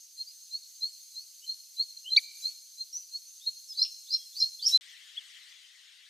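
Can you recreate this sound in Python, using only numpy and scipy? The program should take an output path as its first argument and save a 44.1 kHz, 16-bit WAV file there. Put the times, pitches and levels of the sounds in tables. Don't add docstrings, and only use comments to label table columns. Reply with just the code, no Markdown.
import sys
import numpy as np
from scipy import signal
from scipy.io import wavfile
from scipy.ndimage import uniform_filter1d

SR = 44100
rng = np.random.default_rng(int(sys.argv[2]) if len(sys.argv) > 2 else 0)


def inscribe(sig):
    pcm = np.round(np.clip(np.atleast_2d(sig).T, -1, 1) * 32767)
    wavfile.write(sys.argv[1], SR, pcm.astype(np.int16))


N = 268877
TIME = np.arange(N) / SR


def gain_of(db):
    return 10 ** (np.asarray(db) / 20)


def evened(x):
    return x / np.sqrt(np.mean(x ** 2) + 1e-20)


def read_at(points, hz):
    table_hz, value = np.transpose(points)
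    return np.interp(np.log(hz + 1), np.log(table_hz + 1), value)


def follow(points):
    return np.interp(TIME, *np.transpose(points))


def add(mix, start_s, sound):
    part = mix[round(start_s * SR):][:len(sound)]
    part += sound[:len(part)]


def span(before_s, after_s):
    t = np.arange(-before_s, after_s, 1 / SR)
    return t, t / np.where(t < 0, before_s, after_s)


def wander(t, rate_hz):
    share, phase = rng.random((2, 16, 1))
    sines = np.sin(2 * np.pi * (rate_hz * share * t + phase))
    return sines.sum(0) / np.sqrt(8)


def whistle(t, hz, db, waver, flutter_db):
    unsteady_hz = hz * (1 + waver * wander(t, 250))
    phase = 2 * np.pi * np.cumsum(unsteady_hz) / SR
    level = gain_of(db + flutter_db * wander(t, 110))
    soft_ends = signal.windows.tukey(len(t), .15)
    return np.sqrt(2) * np.sin(phase) * level * soft_ends


def scatter(x, delay_s, t60_s, width):
    t = np.arange(SR) / SR
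    taps = rng.standard_normal((2, SR)) * (rng.random((2, SR)) < .1)
    taps *= gain_of(-60 * t / t60_s) * (t > delay_s)
    taps /= np.linalg.norm(taps, axis=1)[:, None]
    mid, side = signal.fftconvolve(x[None], taps, axes=1)[:, :N]
    return np.array([mid + width * side, mid - width * side])


def air(spectrum, peaks, likeness, patchy_db, balance=((1000, 0),)):
    hz = np.fft.rfftfreq(1024, 1 / SR)
    a, b, c, d, patches = rng.standard_normal((N // 256 + 5, 513, 5)).T
    patches = uniform_filter1d(patches, size=8, axis=0)
    patches = evened(uniform_filter1d(patches, size=6, axis=1))
    same = np.clip(read_at(likeness, hz), -1, 1)[:, None]
    left = a + 1j * b
    right = same * left + np.sqrt(1 - same ** 2) * (c + 1j * d)
    humps_db = sum(db / (1 + (2 * (hz - f) / w) ** 2) for f, w, db in peaks)
    colour_db = read_at(spectrum, hz) + humps_db
    ears_db = colour_db + np.outer([.5, -.5], read_at(balance, hz))
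    bins = np.array([left, right]) * gain_of(ears_db[:, :, None] + patchy_db * patches)
    return evened(signal.istft(bins, nperseg=1024, noverlap=768)[1][:, :N])


# (frequency [Hz], density [dB per Hz])
HISS_COLOUR = [(120, -95.5), (200, -60), (320, -51), (748, -41.5), (880, -38.5), (1720, -32.5),
               (3120, -19.5), (3470, -18), (4010, -11), (4240, -2.5), (5360, -11), (6300, -4), (7020, -11),
               (11000, -12.5), (15000, -15)]
# (frequency [Hz], width [Hz], height [dB])
HISS_HUMPS = [(4170, 470, 0), (6372, 350, 7.5)]
# (frequency [Hz], likeness [0-1])
HISS_LIKENESS = [(60, 0.37), (180, 0.42), (550, 0.77), (1650, 1.0), (4970, 0.83), (15000, 0.28)]
# (time [s], level [dB])
HISS_TREBLE_LEVEL = [(0.0, -62.5), (0.11, -63), (0.2, -60), (0.24, -61.5), (0.93, -59.5), (2.14, -61),
                     (2.2, -54), (2.28, -62), (2.43, -53.5), (2.6, -61), (4.34, -59.5), (4.37, -54.5),
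                     (4.58, -60.5), (4.66, -57), (4.69, -45), (4.77, -52.5)]
HISS_ABOVE_TREBLE_DB = 8.5


def hiss():
    noise = air(HISS_COLOUR, HISS_HUMPS, HISS_LIKENESS, patchy_db=2.4)
    return noise * gain_of(HISS_ABOVE_TREBLE_DB + follow(HISS_TREBLE_LEVEL))


# (frequency [Hz], density [dB per Hz])
WASH_COLOUR = [(180, -82), (300, -55.5), (571, -47.5), (738, -39), (1570, -18), (1910, -12.5),
               (2470, -14.5), (3040, -6), (4470, -10.5), (4920, -13), (7010, -18), (7600, -31.5),
               (8500, -23.5), (10100, -28.5), (14000, -31)]
# (frequency [Hz], width [Hz], height [dB])
WASH_HUMPS = [(1957, 370, 5.5), (8050, 1600, 9.5)]
# (frequency [Hz], likeness [0-1])
WASH_LIKENESS = [(60, 0.079), (240, 0.52), (950, 0.43), (3770, 0.65), (15000, 0.92)]
# (frequency [Hz], left minus right [dB])
WASH_BALANCE = [(60, -5), (240, -1), (950, 3.5), (3770, 6), (15000, -1.5)]
# (time [s], level [dB])
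WASH_SWELL = [(4.88, -52), (5.1, -53), (5.23, -51.5), (5.5, -53.5), (5.68, -56), (6.1, -56)]


def wash():
    noise = air(WASH_COLOUR, WASH_HUMPS, WASH_LIKENESS, patchy_db=2.5, balance=WASH_BALANCE)
    return noise * gain_of(follow(WASH_SWELL))


# (start [s], length [s], first pitch [Hz], last pitch [Hz], level [dB],
# share that arrives scattered [0-1])
FAR_WHISTLES = [(.25, 0.066, 4200, 4900, -50, 0.3), (1.416, 0.059, 2805, 3094, -52, 0.18),
                (2.04, 0.081, 2660, 3160, -40.5, 0.01), (2.92, .076, 5240, 6130, -34, 0.87),
                (3.391, .095, 3224, 3876, -47.5, 1), (3.671, 0.083, 5610, 5005, -41.5, 0.17),
                (4.164, .11, 3270, 3287, -58, 0), (4.602, 0.089, 3020, 3150, -48, 0.42)]
WHISTLE_EASE, WHISTLE_EDGE_DB = 2.8, -24.5


def whistles():
    direct, scattered = np.zeros((2, N))
    for start, length, first_hz, last_hz, db, share in FAR_WHISTLES:
        t, place = span(length / 2, length / 2)
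        still_to_go = abs((1 - place) / 2) ** WHISTLE_EASE
        pitch = last_hz + (first_hz - last_hz) * still_to_go
        level = db + WHISTLE_EDGE_DB * place ** 2
        note = whistle(t, pitch, level, waver=.01, flutter_db=2.5)
        add(direct, start, np.sqrt(1 - share) * note)
        add(scattered, start, np.sqrt(share) * note)
    return direct, scattered


# (time of the top [s], top pitch [Hz], level [dB], rise [s], fall [s])
RISING_SLURS = [(3.835, 5430, -29.5, .118, .026), (4.142, 5440, -31.5, 0.079, 0.022),
                (4.416, 5337, -32, 0.096, 0.027), (4.676, 5496, -22.5, 0.086, 0.027)]
SLUR_START, SLUR_END, SLUR_BEND = .59, .39, 1.4
SLUR_START_DB, SLUR_END_DB = -28.5, -30.5
SLUR_ROUNDNESS, SLUR_SNAP = 1.27, .5


def slurs():
    voice = np.zeros(N)
    for top_s, hz, db, rise, fall in RISING_SLURS:
        t, place = span(rise, fall)
        below = np.maximum(-place, 0)
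        drop = 1 - np.exp(-(np.maximum(place, 0) / SLUR_SNAP) ** 2)
        pitch = hz * (1 - (1 - SLUR_START) * below ** SLUR_BEND - (1 - SLUR_END) * drop)
        level = db + SLUR_START_DB * below ** SLUR_ROUNDNESS + SLUR_END_DB * drop
        add(voice, top_s - rise, whistle(t, pitch, level, waver=.024, flutter_db=3.5))
    return voice


# (loudest, from the top [s], level [dB], half-length [s])
NEAR_CHIP_HARMONICS = [(-0.000056, -17, 0.0078), (-0.0079, -14, 0.017), (-0.016, -38.5, 0.01)]
# (loudest, from the top [s], level [dB], half-length [s])
WASH_CHIP_HARMONICS = [(-.003, -33, 0.018)]
NEAR_CHIP_S, NEAR_CHIP_HZ, NEAR_CHIP_SAG = 2.1795, 2340, .085
WASH_CHIP_S, WASH_CHIP_HZ, WASH_CHIP_SAG = 5.183, 3367, .05
CHIP_RISE_S, CHIP_FALL_S = .018, .0188
CHIP_EDGE_DB, CHIP_ROUNDNESS = -17.5, 1.27


def chip(top_s, top_hz, sag, harmonics):
    voice = np.zeros(N)
    t, _ = span(CHIP_RISE_S, CHIP_FALL_S)
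    pitch = top_hz * (1 - sag * (t / .01) ** 2)
    for k, (loudest, db, half) in enumerate(harmonics, 1):
        level = db + CHIP_EDGE_DB * abs((t - loudest) / half) ** CHIP_ROUNDNESS
        add(voice, top_s + t[0], whistle(t, k * pitch, level, waver=.004, flutter_db=1))
    return voice


# (time at the loudest [s], level [dB], pitch there [Hz], glide [Hz per s],
# swell [s], fade [s])
PIPED_NOTES = [(.212, -34, 4230, 2870, 0.049, 0.03), (.551, -32.5, 4286, 6300, 0.045, 0.037),
               (.838, -27.5, 4198, 5440, .034, 0.063), (1.177, -38, 4180, 6500, 0.038, 0.072),
               (1.5, -29.5, 4217, 2500, 0.038, 0.052), (1.811, -25.5, 4260, 7300, 0.048, 0.036),
               (1.978, -38.5, 4224, 3040, .018, 0.0093), (2.133, -23.5, 4150, 4410, 0.035, 0.03),
               (2.458, -29.5, 4176, 5530, 0.042, 0.075), (2.816, -33, 4197, 2490, 0.051, 0.017),
               (3.161, -32.5, 4357, 5430, 0.048, 0.021), (3.473, -25.5, 4217, 3000, 0.013, 0.041),
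               (3.795, -25.5, 4107, 3000, .018, 0.016), (3.823, -17.5, 4216, 2500, .016, 0.017),
               (4.152, -23, 4193, 1483, 0.049, 0.012), (4.422, -23.5, 4154, 2850, 0.027, 0.075),
               (4.752, -15.5, 4040, 4640, 0.042, 0.04)]
PIPE_EDGE_DB, PIPE_ROUNDNESS = -26.5, 1.25
PIPE_LIFT_HZ = 304


def piping():
    voice = np.zeros(N)
    for top_s, db, hz, glide, swell, fade in PIPED_NOTES:
        t, place = span(swell, fade)
        pitch = hz + PIPE_LIFT_HZ * np.tanh(glide * t / PIPE_LIFT_HZ)
        level = db + PIPE_EDGE_DB * abs(place) ** PIPE_ROUNDNESS
        add(voice, top_s - swell, whistle(t, pitch, level, waver=.005, flutter_db=2.3))
    return voice


SLUR_SCATTERED = .8
GROUND_DELAY_S, TAIL_DELAY_S = .012, .052


def flock():
    pipes, slurred = piping(), slurs()
    direct, scattered = whistles()
    near = chip(NEAR_CHIP_S, NEAR_CHIP_HZ, NEAR_CHIP_SAG, NEAR_CHIP_HARMONICS)
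    direct = direct + np.sqrt(1 - SLUR_SCATTERED) * slurred
    scattered = scattered + np.sqrt(SLUR_SCATTERED) * slurred
    broken = direct + scatter(scattered, delay_s=.001, t60_s=.09, width=.1)
    smear = gain_of(-6.5) * scatter(scattered, delay_s=.0117, t60_s=.27, width=.15)
    to_ground = gain_of(-13) * pipes + gain_of(-30.5) * near
    ground = scatter(to_ground, delay_s=GROUND_DELAY_S, t60_s=.07, width=.14)
    to_tail = gain_of(-20) * pipes + gain_of(-21.5) * (direct + scattered) + gain_of(-26) * near
    tail = scatter(to_tail, delay_s=TAIL_DELAY_S, t60_s=.88, width=.24)
    return pipes + near + ground + broken + smear + tail


def afterwards():
    bed = wash()
    call = chip(WASH_CHIP_S, WASH_CHIP_HZ, WASH_CHIP_SAG, WASH_CHIP_HARMONICS)
    placed = call * gain_of([[1.5], [-1.5]])
    tail = gain_of(-22.5) * scatter(call, delay_s=.015, t60_s=.85, width=.7)
    return bed + placed + tail


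BREAK_S, RESUME_S = 4.7762, 4.81


def scene():
    before = np.clip((BREAK_S - TIME) / .0001, 0, 1)
    return (flock() + hiss()) * before + afterwards() * (TIME > RESUME_S)


EDGE_HZ = 15100


def record(dry):
    low_pass = signal.firwin(511, EDGE_HZ, window=("kaiser", 9), fs=SR)
    return signal.oaconvolve(dry, low_pass[None], "same")


dry = scene()
out = record(dry)
inscribe(out)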